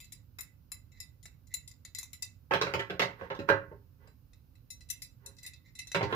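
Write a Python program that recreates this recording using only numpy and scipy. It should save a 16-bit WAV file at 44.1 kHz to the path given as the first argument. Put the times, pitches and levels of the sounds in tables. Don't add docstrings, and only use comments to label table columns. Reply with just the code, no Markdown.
import sys
import numpy as np
from scipy import signal
from scipy.fft import rfft, irfft, next_fast_len
from scipy.io import wavfile

SR = 44100
rng = np.random.default_rng(int(sys.argv[2]) if len(sys.argv) > 2 else 0)


def master(y):
    cut = np.clip(np.atleast_2d(y).T, -1, 1)
    pcm = np.round(cut * 32767)
    wavfile.write(sys.argv[1], SR, pcm.astype(np.int16))


N = 271215
T = np.arange(SR // 2) / SR

# (frequency [Hz], level [dB])
RUMBLE_SPECTRUM = [(12, -49), (20, -28), (43, 3.5), (91, 7.5), (143, 1), (189, -10.5), (274, -10),
                   (343, -20), (448, -25), (536, -21), (603, -35.5), (700, -41.5), (910, -58), (1540, -120)]
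HISS_SPECTRUM = [(290, -36.5), (500, -13), (974, -13), (1550, -14), (1870, -21), (2770, -16.5),
                 (3390, -21.5), (3860, -18), (5310, -18), (6610, -23.5), (8330, -29.5), (14900, -10),
                 (16000, -24.5)]
RUMBLE_DB, HISS_DB = -59.5, -76.5
# (frequency [Hz], likeness [1 = the same])
FLOOR_LIKENESS = [(60, 0.87), (180, 0.88), (550, 0.3), (1650, 0.01), (4970, 0.04), (15000, 0.01)]
# (frequency [Hz], left minus right [dB])
FLOOR_BALANCE = [(60, -7.5), (180, -9.5), (550, -9), (1650, -8.5), (4970, 0.5), (15000, -5.5)]

# (frequency [Hz], likeness [1 = the same])
ROOM_LIKENESS = [(280, 0.93), (500, 0.94), (1200, 0.24), (4000, .05)]
# (frequency [Hz], decay time [s])
ROOM_DECAY = [(100, 0.62), (400, 0.22), (1500, 0.32), (4000, 0.23), (8000, 0.23), (15000, 0.14)]
ECHO_S = 0.025

# (time [s], level [dB], half length [s])
LEATHER_RUBS = [(2.541, -31, 0.018), (2.701, -48, 0.064), (2.95, -57, .03), (3.2, -63, 0.0063),
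                (3.238, -51, 0.05), (3.496, -37.5, 0.012), (4.051, -66.5, 0.046), (5.283, -66.5, 0.061),
                (5.468, -77.5, 0.037), (6.077, -59, 0.024), (6.12, -41, 0.024)]
# (frequency [Hz], level [dB])
LEATHER_SPECTRUM = [(100, -14), (300, -1), (400, 3.5), (700, -1), (1500, -4.5), (3000, -14), (5000, -24),
                    (8000, -35)]

# (time [s], level [dB], half length [s])
LOOP_SCRAPES = [(0.967, -71, 0.019), (1.526, -68, 0.019), (1.994, -66, 0.014), (5.453, -57.5, 0.019),
                (5.514, -75, 0.021), (5.66, -69, 0.011), (5.797, -63.5, 0.012)]

# (time [s], level [dB], brightness [dB per octave], contact time [ms])
TABLE_KNOCKS = [(2.51, -28.5, 2.5, 0.64), (2.537, -32, -0.06, 0.217), (2.614, -31.5, 1.1, 0.28),
                (2.668, -38.1, 0.5, 0.38), (2.738, -34, -0.86, 0.21), (2.794, -36.5, 2.3, 0.36),
                (2.899, -39, -1.0, 0.28), (2.995, -33, 2.54, 0.31), (3.001, -34.5, 0, 0.27),
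                (3.019, -33, 1, 0.27), (3.212, -45, -2, 0.45), (3.302, -38, -0.3, 0.42),
                (3.349, -52, -1.5, 0.19), (3.391, -42, -4.3, 0.16), (3.489, -24.5, 3.6, 0.64),
                (3.499, -24, 3.5, 0.75), (3.715, -49.5, -2.5, 0.87), (4.074, -67, -1.9, 0.321),
                (5.947, -31.5, -0.84, 0.22), (6.01, -33, -1.5, 0.39), (6.029, -36.5, -3.5, 0.18),
                (6.126, -34, -2, 0.27)]
# (frequency [Hz], strength [dB], decay time at damping 1 [s])
WOOD_MODES = [(109, -10.5, 0.45), (131.8, -9.5, 0.56), (181.5, -7, .6), (307.7, -12.5, 0.99),
              (372.6, -13.5, 0.21), (396.3, 2, 0.38), (448, -6, 0.19), (504, -5.5, 0.21), (552, 4, 0.46),
              (720, 3, 0.087), (860, -11.5, 0.5), (911.6, 3.5, 0.41), (1074, -4, 0.53), (1094, 2, 0.14),
              (1326, -0.5, 0.23), (1420, 2.5, 0.2), (1530, 5, 0.2), (1610, 0, .28), (1510, -4.5, .25),
              (2000, -2.5, 0.49), (2280, -20, .18)]
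# (frequency [Hz], level [dB])
THUD_SPECTRUM = [(50, -30.5), (100, 3.5), (200, -12.5), (400, -1.5), (600, -1.5), (780, -7.5), (950, -3.5),
                 (1150, -5), (1550, -1.5), (2400, -5), (4500, -19.5), (7500, -36), (9000, -47.5),
                 (16000, -41.5)]
# (frequency [Hz], level [dB])
TABLE_BAND_LEVELS = [(140, -9.5), (500, -0.5), (1470, -3), (4100, 1), (10580, 3)]
KNOCK_BAND_EDGES = [70, 280, 900, 2400, 7000, 16000]
# (frequency [Hz], left minus right [dB])
TABLE_BALANCE = [(60, -3), (130, -5), (290, -5.5), (550, -6.5), (1100, -12.5), (2400, -5), (6800, -2.5),
                 (15000, 2)]
# (frequency [Hz], phase [rad])
TABLE_LEAD = [(100, 0), (280, 0.62), (480, 0.046), (900, 1.5), (2000, 2.9)]
JOLT_DB = -7

# (time [s], level [dB], brightness [dB per octave], contact time [ms], finger damping [1 = free])
LOOP_CLICKS = [(0.0024, -59.5, -6.5, 0.033, 1.16), (0.044, -64.5, 0, 0.14, 3.6),
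               (0.1214, -57, 0.5, 0.11, 2.7), (0.386, -55, -6.5, 0.038, 1.3), (0.4082, -55.5, 0, 0.034, 5),
               (0.718, -51.5, -1.9, 0.035, 2.7), (0.9185, -72, -6.5, 0.126, 1.4),
               (1.0023, -48, 2.5, 0.17, 2.2), (1.2286, -65, 1, 0.13, 1.2), (1.2554, -57.5, -5, 0.12, 2.5),
               (1.4705, -72, 1.7, 0.14, 2), (1.5393, -43, 0.5, 0.12, 2.45), (1.6764, -60, 2.5, 0.14, 3.2),
               (1.7113, -60, 1, 0.18, 3.4), (1.8497, -53, -0.7, 0.15, 2.3), (1.949, -45, 2.8, 0.19, 1.9),
               (1.9854, -47, 0, 0.11, 2.2), (2.0298, -54, -0.5, 0.11, 5.3), (2.1313, -57, -3.5, 0.068, 3.8),
               (2.2229, -43, 1.5, 0.17, 2.5), (4.0732, -73.5, -3.5, 0.13, 1.4),
               (4.3321, -66.5, 0, 0.21, 4.0), (4.5531, -77, -7.5, 0.112, 4.5),
               (4.7031, -50.5, 5, 0.15, 1.07), (4.807, -61.1, -2.5, 0.158, 2.6), (4.888, -58, 4, 0.17, 1.4),
               (4.9008, -45.5, 0.7, 0.06, 2.7), (5.0195, -53, -2, 0.05, 2.0),
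               (5.2606, -53.5, 6.5, 0.15, 2.7), (5.366, -69.0, 2, 0.17, 2.2), (5.3844, -59, 0, 0.19, 2.8),
               (5.4293, -54, 5, 0.17, 1.8), (5.463, -53, -2.5, 0.043, 2.8), (5.5348, -53, 1.6, 0.23, 3),
               (5.7518, -59.5, -3.5, 0.11, 1.6), (5.7893, -49, -8, 0.059, 2.3), (5.871, -54, 3, 0.18, 2.8),
               (5.9168, -38.5, 2.2, 0.26, 2.6), (5.9474, -37, -4.5, 0.26, 1.55)]
# (frequency [Hz], strength in the first grip [dB],
# strength in the grip for turning it over [dB], decay time when free [s])
BUCKLE_MODES = [(2000, -8.0, -5.0, 0.13), (2055, -10.0, -7.0, 0.15), (2205, -13.0, -14.0, 0.1),
                (2630, -14.0, -4.0, 0.19), (3710, -8.0, -7.0, 0.13), (3900, -8.0, -9.0, 0.08),
                (4042, -5.0, 0.0, 0.2), (4850, -9.0, -8.0, 0.14), (4890, -8.0, -9.0, 0.14),
                (5410, -11.0, -11.0, 0.13), (5995, -12.0, -5.0, 0.15), (7060, 0.0, -7.0, 0.08),
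                (7150, -0.0, -5.0, 0.11), (7555, -11.0, -7.0, 0.14), (8320, -14.0, -14.0, 0.12),
                (8660, -24.0, -17.0, 0.12), (9410, -16.0, -6.0, 0.15), (10440, -8.0, -8.0, 0.15),
                (10900, -11.0, -13.0, 0.11), (11185, -8.0, -7.0, 0.15), (11640, -12.0, -16.0, 0.12),
                (12520, -14.0, -17.0, 0.15), (13090, -14.0, -16.0, 0.13), (13650, -11.0, -11.0, 0.14),
                (14220, -19.0, -15.0, 0.12), (14830, -15.0, -23.0, 0.12)]
# (frequency [Hz], strength [dB], decay time when free [s])
FACE_UP = [(hz, db, t60) for hz, db, _, t60 in BUCKLE_MODES]
TURNED = [(hz, db, t60) for hz, _, db, t60 in BUCKLE_MODES]
TURN_S = 3.2
# (frequency [Hz], level [dB])
CRACK_SPECTRUM = [(200, -62.5), (900, -16.5), (1600, -19.5), (2100, -9.5), (3100, -13.5), (3900, -4),
                  (4400, -14), (5300, 1.5), (6500, -6.5), (7200, -3.5), (9000, -17.5), (11000, 0.5),
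                  (12200, -7.5), (14500, -3), (16000, -47)]
FACE_UP_CRACK_DB, TURNED_CRACK_DB = 8, 4.5
# (frequency [Hz], level [dB])
FACE_UP_BAND_LEVELS = [(2330, -7.5), (4560, -2), (7650, 4.5), (12000, 8)]
TURNED_BAND_LEVELS = [(2330, -8), (4560, -0.5), (7650, 0.5), (12000, 4.5)]
CLICK_BAND_EDGES = [1700, 3200, 6500, 9000, 16000]
# (frequency [Hz], left minus right [dB])
CLICK_BALANCE = [(2000, -9.5), (4000, -11.5), (7000, -1), (11000, -3.5), (15000, -4.5)]
REBOUND_S, REBOUND_DB = 0.008, -10

CLICK_PIVOT_HZ, KNOCK_PIVOT_HZ = 5000, 800
TOP_HZ = 15500


def amp(db):
    return 10 ** (np.asarray(db) / 20)


def unit(x):
    return x / np.sqrt(np.mean(x ** 2) + 1e-20)


def along(points, hz):
    f, v = np.transpose(points)
    return np.interp(np.log(hz + 1), np.log(f + 1), v)


def filtered(x, response):
    n = x.shape[-1]
    m = next_fast_len(n + 8192)
    return irfft(rfft(x, m) * response(np.fft.rfftfreq(m, 1 / SR)), m)[..., :n]


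def coloured(x, points, size=2048):
    cepstrum = irfft(np.log(amp(along(points, np.fft.rfftfreq(size, 1 / SR)))))
    cepstrum[1:size // 2] *= 2
    cepstrum[size // 2 + 1:] = 0
    pulse = irfft(np.exp(rfft(cepstrum)))
    return signal.fftconvolve(np.atleast_2d(x), pulse[None], axes=1)[:, :x.shape[-1]]


def noise_pair(n, alike, density=1):
    def angle(hz):
        return np.arccos(np.clip(along(alike, hz), -1, 1)) / 2

    white = rng.standard_normal((2, n)) * (rng.random((2, n)) < density)
    mid, side = filtered(white, lambda hz: np.array([np.cos(angle(hz)), np.sin(angle(hz))]))
    return np.array([mid + side, mid - side])


def leaned(x, lean, phase=((1, 0), (2, 0))):
    half = np.array([[.5], [-.5]])
    return filtered(x, lambda hz: amp(half * along(lean, hz)) * np.exp(1j * half * along(phase, hz)))


def add(track, s, hit):
    start = max(round(s * SR), 0)
    track[:, start:start + hit.shape[1]] += hit[:, :N - start]


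def swells(events):
    t = np.arange(N) / SR
    return sum(amp(db) * np.exp(-((t - s) / width) ** 2) for s, db, width in events)


def ring(modes, scatter_db, damping, detune):
    hz, db, t60 = np.transpose(modes)[:, :, None]
    hz = hz * (1 + detune * rng.standard_normal(hz.shape))
    strength = amp(db + scatter_db * rng.standard_normal(hz.shape))
    strength = strength * rng.choice([-1, 1], hz.shape)
    t = T[:len(T) // 2]
    fade = np.exp(-np.log(1000) * t * max(damping, .5) / t60)
    tones = np.sum(strength * fade * np.sin(2 * np.pi * hz * t), axis=0)
    return np.pad(tones, (0, len(T) - len(t)))


def burst(spectrum, t60, snap_db):
    chatter = rng.standard_normal(len(T)) * np.exp(-np.log(1000) * T / t60)
    size = np.linalg.norm(chatter)
    snap = (T == 0) * size * amp(snap_db)
    contact = coloured(chatter + snap, spectrum)[0]
    return contact * size / np.linalg.norm(contact)


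def in_room(x, left_db, near_db, near_t60, echo_db, wet_db, gap_s):
    noise = noise_pair(len(T), ROOM_LIKENESS)
    hz, t, z = signal.stft(noise, SR, nperseg=256)
    fade = np.exp(-np.log(1000) * t / along(ROOM_DECAY, hz)[:, None])
    tail = signal.istft(z * fade, SR, nperseg=256)[1][:, :len(T)]
    tail = tail * (1 - np.exp(-(T / gap_s) ** 2))
    near = noise_pair(len(T), ROOM_LIKENESS, density=.06) * np.exp(-np.log(1000) * T / near_t60)
    near = near / np.linalg.norm(near[0])
    close = ((T == 0) + amp(near_db) * near) * amp([[left_db / 2], [-left_db / 2]])
    echo = amp(echo_db) * np.roll(near[::-1], round(ECHO_S * SR), axis=1)
    paths = close + echo + amp(wet_db) * tail / np.linalg.norm(tail[0])
    return signal.fftconvolve(x[None], paths, axes=1)[:, :len(x)]


def contact_colour(edges, colour, pivot_hz, brightness, contact_ms):
    hz = np.sqrt(np.multiply(edges[:-1], edges[1:]))
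    softness_db = 10 * np.log10(1 + (hz * contact_ms / 1000) ** 6)
    return along(colour, hz) + brightness * np.log2(hz / pivot_hz) - softness_db


def voiced(hit, edges, levels_db, size=1024):
    power = np.abs(rfft(hit[:, :size].mean(axis=0))) ** 2 * 2 / size ** 2
    hz = np.fft.rfftfreq(size, 1 / SR)
    gains = []
    for lo, hi, wanted_db in zip(edges, edges[1:], levels_db):
        present_db = 10 * np.log10(power[(hz >= lo) & (hz < hi)].sum())
        gains.append((np.sqrt(lo * hi), wanted_db - present_db))
    return coloured(hit, gains)


def background():
    def steady(spectrum):
        return unit(filtered(noise_pair(N, FLOOR_LIKENESS), lambda hz: amp(along(spectrum, hz))))

    rumble = amp(RUMBLE_DB) * steady(RUMBLE_SPECTRUM)
    hiss = amp(HISS_DB) * steady(HISS_SPECTRUM)
    return leaned(rumble + hiss, FLOOR_BALANCE)


def leather():
    friction = unit(filtered(noise_pair(N, ROOM_LIKENESS), lambda hz: amp(along(LEATHER_SPECTRUM, hz))))
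    wood = ring(WOOD_MODES, scatter_db=6.5, damping=1.7, detune=.002)
    board = unit(signal.fftconvolve(friction, wood[None], axes=1)[:, :N])
    rub = swells(LEATHER_RUBS) * (amp(-2.0) * friction + amp(-0.5) * board)
    return leaned(rub, TABLE_BALANCE, TABLE_LEAD)


def scraping():
    slips = rng.standard_normal(N) * (rng.random(N) < 500 / SR)
    held = ring(FACE_UP, scatter_db=0, damping=2.5, detune=0)
    tick = held + amp(7.0) * burst(CRACK_SPECTRUM, t60=.015, snap_db=-29.0)
    grit_colour = [(1400, 2), (2000, 20.5), (3000, 8.5), (6000, 9.5), (14000, -14)]  # (Hz, dB)
    grit = unit(coloured(signal.fftconvolve(slips, tick)[:N], grit_colour)[0])
    scrape = amp(-0.5) * swells(LOOP_SCRAPES) * grit
    return in_room(scrape, left_db=-0.5, near_db=2.5, near_t60=.025, echo_db=3, wet_db=4.5, gap_s=0.012)


def table():
    track = np.zeros((2, N))
    low_modes = [mode for mode in TURNED if mode[0] < 4500]
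    for s, db, brightness, contact_ms in TABLE_KNOCKS:
        wood = ring(WOOD_MODES, scatter_db=3.5, damping=2.62, detune=0.0042)
        thud = amp(22.5) * burst(THUD_SPECTRUM, t60=0.013, snap_db=-0.5)
        metal = amp(JOLT_DB) * ring(low_modes, scatter_db=2, damping=2, detune=.001)
        heard = in_room(wood + thud + metal, left_db=3.5, near_db=6.5, near_t60=0.13,
                        echo_db=-10.5, wet_db=0, gap_s=0.0059)
        bands_db = db + contact_colour(KNOCK_BAND_EDGES, TABLE_BAND_LEVELS, KNOCK_PIVOT_HZ,
                                       brightness, contact_ms)
        add(track, s, voiced(heard, KNOCK_BAND_EDGES, bands_db))
    track = signal.sosfilt(signal.butter(3, 65, "high", fs=SR, output="sos"), track)
    return leaned(track, TABLE_BALANCE, TABLE_LEAD)


def grip(s):
    if s < TURN_S:
        return FACE_UP, FACE_UP_BAND_LEVELS, FACE_UP_CRACK_DB
    return TURNED, TURNED_BAND_LEVELS, TURNED_CRACK_DB


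def rebounding(hit):
    flight = round(REBOUND_S * SR * (.5 + rng.random()))
    return hit + amp(REBOUND_DB) * np.pad(hit, (flight, 0))[:len(hit)]


def buckle():
    track = np.zeros((2, N))
    for s, db, brightness, contact_ms, damping in LOOP_CLICKS:
        modes, colour, crack_db = grip(s)
        crack = amp(crack_db) * burst(CRACK_SPECTRUM, t60=0.01, snap_db=-6.5)
        metal = ring(modes, scatter_db=3.0, damping=max(damping, 1), detune=0.001) + crack
        heard = in_room(rebounding(metal), left_db=11.5, near_db=12.0, near_t60=0.037,
                        echo_db=-2.5, wet_db=4.5, gap_s=0.0024)
        bands_db = db + contact_colour(CLICK_BAND_EDGES, colour, CLICK_PIVOT_HZ, brightness, contact_ms)
        add(track, s, voiced(leaned(heard, CLICK_BALANCE), CLICK_BAND_EDGES, bands_db))
    return track


def scene():
    return background() + leather() + scraping() + table() + buckle()


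def record(dry):
    return filtered(dry, lambda hz: 1 / np.sqrt(1 + (hz / TOP_HZ) ** 160))


dry = scene()
out = record(dry)
master(out)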